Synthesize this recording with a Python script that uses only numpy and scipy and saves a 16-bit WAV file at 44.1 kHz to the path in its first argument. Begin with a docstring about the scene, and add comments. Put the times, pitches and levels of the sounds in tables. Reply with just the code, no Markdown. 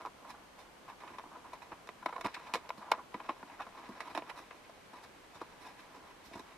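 """Hollow plastic toys on a wooden floor

Small hollow plastic toys are handled close to a stereo microphone in a quiet room.
Each tap is a blow with a short rattle of loose parts, which excites damped modes of the toy; landings ring the
floor boards. Between taps, dense tiny slips of fingers and parts rub the same shell. Feedback delays give
the room's echo, and banded noise gives a steady room murmur and microphone hiss."""
import sys
import numpy as np
from scipy import signal
from scipy.fft import rfft, irfft, next_fast_len
from scipy.io import wavfile

SR = 44100
rng = np.random.default_rng(int(sys.argv[2]) if len(sys.argv) > 2 else 0)


def unload_wav(signal):
    """Save mono or channel-first audio to the path in sys.argv[1] as 16-bit WAV at rate SR, clipped to [-1, 1]."""
    wavfile.write(
        sys.argv[1],
        SR,
        np.round(np.clip(np.atleast_2d(signal).T, -1, 1) * 32767).astype(np.int16),
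    )


N = 289737  # length [samples]

# Damped modes by the part that rings: (frequency [Hz], relative level [dB], 60 dB decay time [s])
SHELL = [(490, -9.5, 0.024), (679, -3.5, 0.029), (859, 2, 0.016), (999.7, 9.5, 0.02), (1193, 0.5, 0.016),
         (1381, -3, 0.04)]
# low thud of the floor boards: (frequency [Hz], relative level [dB], 60 dB decay time [s])
THUD = [(70, -7, 0.021), (119, -5, 0.03), (207, 1, 0.055)]
# hollow body: (frequency [Hz], relative level [dB], 60 dB decay time [s])
HOLLOW = [(240, -17, 0.01), (298.6, 54, 0.019)]
# panels: (frequency [Hz], relative level [dB], 60 dB decay time [s])
PANELS = [(1640, 5.5, 0.009), (1965, -4.5, 0.02), (2212, -4.5, 0.027), (2456, 2.5, 0.0096),
          (3015, 8, 0.0055)]
# ribs: (frequency [Hz], relative level [dB], 60 dB decay time [s])
RIBS = [(3650, 1.5, 0.016), (3910, 5, 0.019), (4180, -8, 0.03)]
# edges: (frequency [Hz], relative level [dB], 60 dB decay time [s])
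EDGES = [(4880, -0.5, 0.012), (5210, 1, 0.018), (5570, 6, 0.0092), (6300, -9.5, 0.0041), (6930, -8, 0.0055)]
# rims: (frequency [Hz], relative level [dB], 60 dB decay time [s])
RIMS = [(7150, 9, 0.0016), (8740, -10, 0.016), (9650, 2.5, 0.0042), (10870, -3, 0.0035),
        (13100, 3.5, 0.0015)]
# Radiation of shell, thud, hollow, panels, ribs, edges and rims to the two microphone ports:
# (modes, lowest [Hz], highest [Hz], left-right likeness [-1 to 1], left re right [dB],
# haste: power applied to the stroke's envelope [1])
PARTS = [(SHELL, 437, 1355, 1, 0, 0.76), (THUD, 55, 450, 1, 0, 2.1), (HOLLOW, 172, 400, 0.96, 0, 0.85),
         (PANELS, 1630, 2840, 0.64, -0.7, 0.86), (RIBS, 3200, 4600, 0.38, -0.98, 0.86),
         (EDGES, 4400, 8160, 0.24, -0.61, 0.9), (RIMS, 6200, 21000, -0.089, -8, 0.88)]


def from_db(db):
    """Level definition: the amplitude gain of a level in dB."""
    return 10 ** (np.asarray(db) / 20)


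def rms_one(x):
    """Power normalisation: a signal scaled to rms 1."""
    return x / np.sqrt(np.mean(x ** 2) + 1e-20)


def pair(mid, side, likeness):
    """Correlation: two unrelated draws, summed and differenced, give left and right of a set likeness."""
    alike = np.clip(likeness, -1, 1)
    common, opposed = np.sqrt(1 + alike) * mid, np.sqrt(1 - alike) * side
    return np.array([common + opposed, common - opposed]) / np.sqrt(2)


def grains(shape, per_s, spread_db):
    """Shot noise: random contacts of uneven size and sign."""
    size_db = spread_db * np.minimum(rng.exponential(1, shape), 4)
    size = from_db(size_db) * np.sign(rng.random(shape) - .5)
    return size * (rng.random(shape) < per_s / SR) + 1e-12


def ring(contacts, part, scatter_db=0, tilt_db=0, focus_db=0):
    """Modal superposition: two draws of contacts excite two-pole resonators, one for each mode of a part."""
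    focus_hz = 950  # near the main shell mode
    modes, lowest_hz, highest_hz, likeness, lean_db, _ = part
    push = signal.lfilter([1, 0, -1], [1], contacts)
    rung = 0
    for hz, level_db, t60 in modes:
        r = from_db(-60 / (t60 * SR))
        w = 2 * np.pi * hz / SR
        tilted_db = level_db + tilt_db * np.log2(hz / lowest_hz)
        focused_db = tilted_db - focus_db * abs(np.log2(hz / focus_hz))
        chance_db = scatter_db * rng.standard_normal(contacts.shape[1:-1] + (1,))
        strength = from_db(focused_db + chance_db) / np.sin(w)  # 1 / sin(w) favours low modes
        rung = rung + strength * signal.lfilter([1], [1, -2 * r * np.cos(w), r * r], push)
    band = [lowest_hz, min(highest_hz, SR / 2.2)]
    rung = signal.sosfilt(signal.butter(3, band, "band", fs=SR, output="sos"), rung)
    left, right = pair(*rung, likeness)
    return np.array([left * from_db(lean_db / 2), right / from_db(lean_db / 2)])


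def blows(s, rise_ms, fall_ms, parts, parts_db, tilts_db, focus_db=0):
    """Impact excitation: contacts swell to a blow and rattle away; a faster swell makes the blow stand out."""
    blow_ms = 8.5  # the blow's size against the rattle is this over the swell time
    pan_mean_db, pan_spread_db = -0.8, 2.1  # left re right
    lead = SR // 30  # samples ahead of the blow
    t = (np.arange(3 * lead) - lead) / SR
    rise_s = np.clip(rise_ms, .2, 25) / 1000 + 0 * s
    fall_s = np.clip(fall_ms, .5, 25) / 1000
    contacts = grains((len(s), 2, len(t)), 5000, 3.5).swapaxes(0, 1)
    contacts[0, :, lead] = blow_ms / 1000 / rise_s[:, 0]
    stroke = np.where(t < 0, np.exp(-(t / rise_s) ** 2), np.exp(-np.abs(t) / fall_s))
    sounds = 0
    for part, part_db, tilt_db in zip(parts, parts_db, tilts_db):
        haste = part[-1]
        part_focus_db = focus_db * (part is PARTS[0])  # the shell alone is focused
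        rung = ring(contacts * stroke ** haste, part, scatter_db=3.5, tilt_db=tilt_db, focus_db=part_focus_db)
        # energy as mean square over 10 ms
        energy = np.sum(rung.mean(axis=0) ** 2, axis=-1, keepdims=True) / (SR / 100)
        sounds = sounds + rung / np.sqrt(energy) * from_db(part_db)
    pan_db = pan_mean_db + pan_spread_db * rng.standard_normal(s.shape)
    sounds = sounds * from_db([pan_db / 2, -pan_db / 2])
    out = np.zeros((2, N + len(t)))
    for k, start in enumerate(np.round(s[:, 0] * SR).astype(int)):
        out[:, start:start + len(t)] += sounds[:, k]
    return out[:, lead:lead + N]


def taps():
    """Modal excitation by impact: every tap rings all parts, with a balance set by the blow and the spot struck."""
    # taps and scuffs: (time [s], shell energy as rms over 10 ms [dB], hollow re shell [dB],
    # panels re shell [dB], treble re shell [dB], tilt of the shell modes by the spot struck [dB per octave],
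    # swell [ms], rattle [ms]); swell is held to 0.2-25 ms, rattle to 0.5-25 ms
    tap_list = [(0.017,-56,-11,-4,-17,9,.7,17),(.051,-37.5,-20,-23,-34,0,1.2,7.5),(.06,-55.5,-13,-1,-11,8,.8,5.3),(.069,-41.5,-19,-21,-36,-2,1.4,4.8),
                (.251,-49.5,-34,-19,-35,14,7.3,8),(.277,-54.5,-9,-8,-24,-10,8,8.6),(.307,-46,-20,-8,-14.5,-6,15,10),(.344,-50.5,-27,-29,-35,6,4.5,18),
                (.596,-50.5,-21,-8,-14,1,15,22),(.902,-43.5,-29,-10,-26,5,37,14),(1.006,-59,-7,2,-12,-5,4.2,13),(1.043,-43.5,-12.5,-13,-32,-7,25,22),
                (1.077,-48,-20,-6.5,-26,3,1.7,15),(1.103,-53.5,1,-9,-21,-5,8.8,22),(1.145,-51,-18,-7,-27,2,16,16),(1.186,-43.5,-19,-13,-22.5,-5,2.4,4.8),
                (1.196,-48,-16,-12,-30,-4,0.63,5.8),(1.24,-50.5,-15,-25,-32,-8,3,2.5),(1.255,-52,-4,-21,-34,-17,6.9,28),(1.324,-47,-19,-31,-36,-3,10,29),
                (1.357,-46.5,-18,-21,-40,-7,6.8,30),(1.453,-47,-16,-20,-31,-8,10,18),(1.535,-42,-22,-13,-22.5,-10,5.5,12.4),(1.625,-49,-17,-7,-20,-20,7.1,13),
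                (1.724,-43,-15,-11,-33,-13,6.6,6.4),(1.873,-55.5,-27,-4,-11,-2,1.3,4.4),(1.89,-44.5,-9.5,-5.5,-23.5,-13,0.67,8.2),(2.03,-46.5,-19,-16,-36,18,3.1,3.6),
                (2.061,-30.5,-14.5,-11,-26,1.5,1.9,4),(2.094,-41,-35,-13,-30,10,9.3,5.4),(2.127,-41,-24,-12,-30,2,1.8,10),(2.166,-38,-32,-15.5,-33,-1,5,1.8),
                (2.181,-41.5,-18,-21,-33,-16,2.7,9.6),(2.212,-44,-21,-4.5,-14,7,2.6,4.8),(2.245,-43,-7,-22,-31,-1,0.47,1.5),(2.251,-31,-12,-13,-25,-7,7.3,10.8),
                (2.262,-38.5,-10,-4,-19.5,17,0.68,4.9),(2.269,-42.5,-29,-13,-16,12,0.52,4.8),(2.347,-52.5,-21,9.5,-3.5,18,6.3,6.8),(2.369,-43,-16,-9.5,-29,3,6.4,9.7),
                (2.4,-51.5,-30,-6,-20,28,9,5.1),(2.478,-47,-20,-6.5,-20,8,25,8.2),(2.493,-46,-18,-22,-27,-9,11,29),(2.538,-33.5,-11,-2,-11.5,-7,1.4,12.7),
                (2.547,-36,-20,-14,-17,23,.24,9.1),(2.555,-37,-32,-10,-18,-9,.5,11),(2.66,-54,-19,-9,-29,8,25,4),(2.693,-47,-31,-5.5,-13.5,-12,2.4,2.5),
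                (2.704,-36.5,-43,-10.5,-33,12,0.75,1.8),(2.78,-51.5,-10,-10,-15,-15,5.2,19),(2.827,-44,-23,-13.5,-28,5,12,35),(2.873,-54,-13,-12,-35,-7,25,22),
                (2.916,-56,-19,-12,5,8,0.5,1.9),(2.918,-23,-26,-10,-22,4.5,1.66,4.3),(2.985,-46.5,-11,-17,-36,5,9.4,6.8),(2.994,-44.5,-28,-22,-44,6,2.7,12),
                (3.13,-55.5,-15,-9,-21,12,12,20),(3.144,-37.5,-7.5,-10.5,-31,3,3.1,7.5),(3.202,-43,-16,-10.5,-35,-1,3,7.7),(3.293,-31,-11.5,-13,-33,-7,3.9,11.3),
                (3.429,-46,-7.5,-12.5,-38,11,1.5,7.1),(3.498,-51.5,-15,-7,-34,23,2.2,7.6),(3.518,-50.5,-8.5,-5.5,-26,3,5.6,29),(3.608,-37,-21,-15.5,-30.5,17,11.4,6.4),
                (3.622,-50,-17,-.5,-16,7,6.9,8.8),(3.668,-47.5,-25,-15,-31,-18,2.2,4.8),(3.763,-54,-15,-20,-24,-10,25,13),(3.795,-47.5,-10,-19,-25,-5,17,5.1),
                (3.89,-49,1,-24,-19,-6,2,16),(4.006,-41,-20,-2.5,-18.5,1,2.5,9.4),(4.078,-44.5,-13,-12,-23,7,30,10),(4.104,-46.5,-10,-8,-19,1,7.7,37),
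                (4.15,-37,-10,-7,-20.5,-6,1.4,16),(4.176,-33,-8.5,-12,-24.5,-2,1.13,7.7),(4.222,-45.5,-13,-8.5,-38,-7,2.1,3.7),(4.299,-43,-32,-4,-20,10,6,8.3),
                (4.388,-46.5,-8,-5.5,-14.5,-19,32,32),(4.51,-48.5,-33,-3.5,-30,-16,3,8.7),(4.529,-55,-5,-17,-26,-5,5.4,28),(4.696,-51,-23,-27,-24,-6,2.6,6.8),
                (4.935,-49.5,-7,-15,-22,-9,2.5,7),(4.959,-49,-12,-11,-22,-4,8.3,28),(5.043,-53,-23,-6,-10.5,6,12,10),(5.357,-52,-8,-9,-12,7,15,21),
                (5.416,-39.5,-7.5,-20.5,-26,-7,2,7),(5.627,-56,-2.5,-3.5,-11,-6,20,19),(5.67,-45.5,-23,-9,-16.5,-1,21,43),(5.799,-58.5,-1,1.5,-10,2,9.4,29),
                (5.952,-53,-4,-27,-15,-7,9.3,28),(6.263,-62,-14,-5,-2.5,-12,20,25),(6.312,-53,-4,-27,-19,-16,3.9,25),(6.337,-52,-10,-0.5,-13.5,1,5.1,9.6),
                (6.357,-45.5,-3.5,-19,-20,-1,5.1,16),(6.378,-52,-20,-14,-17,-3,2.6,8.1),(6.396,-49,-1,-7.5,-13.5,-11,3,8)]
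    s, shell_db, hollow_db, panel_db, treble_db, tilt_db, rise_ms, fall_ms = np.transpose(tap_list)[:, :, None]
    swell_doublings = np.log2(np.maximum(rise_ms, .2))  # re 1 ms
    harder_db = shell_db - shell_db.mean()
    thud_db = -34.5
    ribs_db = treble_db + .3 * (panel_db - treble_db)  # between panels and treble
    rims_db = treble_db - 4 + 0 * swell_doublings
    parts_re_shell_db = [0, thud_db, hollow_db, panel_db, ribs_db, treble_db, rims_db]
    parts_db = [shell_db + db for db in parts_re_shell_db]
    panel_tilt_db = -1 + 0.4 * harder_db  # harder blows reach the higher panel modes
    # slow soft contacts favour the main shell mode: dB per octave away from it
    focus_db = 5.5 + 3.5 * swell_doublings - .2 * harder_db
    return blows(s, rise_ms, fall_ms, PARTS, parts_db, [tilt_db, 0, 0, panel_tilt_db, 0, 0, 0], focus_db)


def drift(rate):
    """Low-pass noise: two equal poles at a rate in Hz leave a slow chance swing of spread 1."""
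    step = 40  # drawn once in so many samples, then interpolated
    r = np.exp(-2 * np.pi * step * rate / SR)
    slow = signal.lfilter([1], [1, -2 * r, r * r], rng.standard_normal(N // step + 2002))[2000:]
    return np.interp(np.arange(N) / step, np.arange(len(slow)), rms_one(slow))


def rubbing():
    """Friction as stick-slip noise: dense tiny slips, coming in clumps, excite the same modes."""
    # rubbing on the shell: (time [s], shell level [dB], bright rustle level [dB])
    rub_levels = [(0,-44.5,-59.5),(.14,-70,-88),(.29,-59.5,-81),(.71,-79,-82),(1.08,-62,-74),(1.72,-60.5,-70.5),(1.95,-72,-79),(2.25,-58,-62.5),
                  (2.56,-58,-62.5),(2.82,-60.5,-82),(2.949,-43,-57),(3.11,-89,-91),(3.24,-57.5,-64),(3.45,-65.5,-69.5),(3.82,-55.5,-62.5),(4.37,-54,-64),(4.55,-78,-70),
                  (4.96,-73,-67.5),(5.5,-64.5,-68.5),(5.78,-65,-65),(6.03,-57.5,-68.5),(6.2,-73,-68.5),(6.57,-61,-67)]
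    s, *levels = np.transpose(rub_levels)
    shell_db, bright_db = [np.interp(np.arange(N) / SR, s, c) for c in levels]
    low_db = -72 + 0.73 * (shell_db + 58)  # the hollow rustle takes a share of the shell's swing
    slips = grains((2, N), 2500, 3.2) * from_db(3.0 * drift(25))
    rubbed_parts = PARTS[:1] + PARTS[2:-1]  # neither thud nor rims
    shell, hollow, panels, ribs, edges = [rms_one(ring(slips, part)) for part in rubbed_parts]
    bright = panels + from_db(-8.5) * ribs + from_db(-12.5) * edges
    return from_db(low_db) * hollow + from_db(shell_db) * shell + from_db(bright_db) * bright


def thumps():
    """Impact on a plate: a toy's landing rings the low modes of the floor boards only."""
    # landings: (time [s], energy as rms over 10 ms [dB], tilt of the board modes [dB per octave], rattle [ms])
    landings = [(1.103,-58.5,8,25),(1.145,-65,1,25),(1.724,-53.5,0,9.9),(2.249,-40,1,4.7),(2.258,-44,-8,7),(2.369,-67,-7,13),(2.538,-62,-1,18),(2.78,-53,8,25),
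                (3.145,-48,8,9.7),(3.201,-63.5,3,8),(3.29,-70,5,16),(3.668,-61,11,3.9),(3.892,-46,5,7.3),(4.105,-58,-1,25),(4.935,-69,0,7),(5.044,-61,-1,16),
                (5.357,-61,-3,19),(5.415,-61,3,5),(6.265,-57.5,0,25),(6.311,-59,5,27),(6.357,-47,6,8.7),(6.379,-68,0,7)]
    swell_ms = 2.34
    s, level_db, tilt_db, fall_ms = np.transpose(landings)[:, :, None]
    return blows(s, swell_ms, fall_ms, PARTS[1:2], [level_db], [tilt_db])


def room(x):
    """Reverberation by recirculation: four feedback delays a side, duller on every round."""
    t60_s, wall_cut_hz = 0.12, 7400  # decay before the dulling, and the low-pass met on each round
    size = next_fast_len(N + SR // 2)
    w = 2 * np.pi * np.fft.rfftfreq(size)
    dull = 1 / (1 + 1j * w * SR / (2 * np.pi * wall_cut_hz))
    loops = []
    for lag_s in rng.uniform(0.0053, .03, size=8):
        loops.append(from_db(-60 * lag_s / t60_s) * dull * np.exp(-1j * w * lag_s * SR))
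    # geometric series of all rounds
    echoes = np.array([g / (1 - g) for g in loops]).reshape(2, 4, -1).sum(axis=1)
    return irfft(rfft(x.mean(axis=0), size) * echoes, size)[:, :N]


def at_hz(points, hz):
    """Logarithmic frequency scale: a table interpolated along octaves."""
    table = np.array(points)
    return np.interp(np.log(hz), np.log(table[:, 0]), table[:, 1])


def air():
    """Diffuse noise field: murmur and hiss in half-octave bands, alike in the bass, unrelated in the treble."""
    # room murmur and hiss: (frequency [Hz], relative level [dB per Hz])
    spectrum = [(12, -40), (20, -5.5), (49, -1), (118, -4), (217, 0.5), (620, 0), (1020, 0), (1510, -5),
                (2220, -8), (3460, -10), (3860, -13.5), (6360, -17.5), (9110, -20.5), (13800, -24),
                (15000, -74)]
    # likeness of the two ports: (frequency [Hz], left-right likeness [-1 to 1])
    likeness = [(60, 0.76), (180, 0.58), (540, 0.42), (1620, 0.18), (4870, 0.095), (14600, -0.11)]
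    level_db = -57.5
    out, edges_hz = 0, 18 * 2 ** np.arange(0, 10, .5)
    white = rng.standard_normal((2, 2, N))  # neighbouring bands get unrelated noise
    for k, (low, high) in enumerate(zip(edges_hz, [*edges_hz[1:], 17000])):
        band = signal.sosfilt(signal.butter(2, [low, high], "band", fs=SR, output="sos"), white[k % 2])
        hz = np.sqrt(low * high)
        out = out + from_db(at_hz(spectrum, hz)) * pair(*band, at_hz(likeness, hz))
    return from_db(level_db) * rms_one(out)


def scene():
    """Linear superposition: the toy and its landings, their echo in the room, and the air."""
    toy = taps() + thumps() + rubbing()
    return toy + from_db(-26.5) * room(toy) + air()


def record(dry):
    """Band limiting: a steep low-pass takes the top 60 dB down from 15 kHz up."""
    return signal.sosfilt(signal.cheby2(12, 60, 15000, fs=SR, output="sos"), dry)


dry = scene()
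out = record(dry)
unload_wav(out)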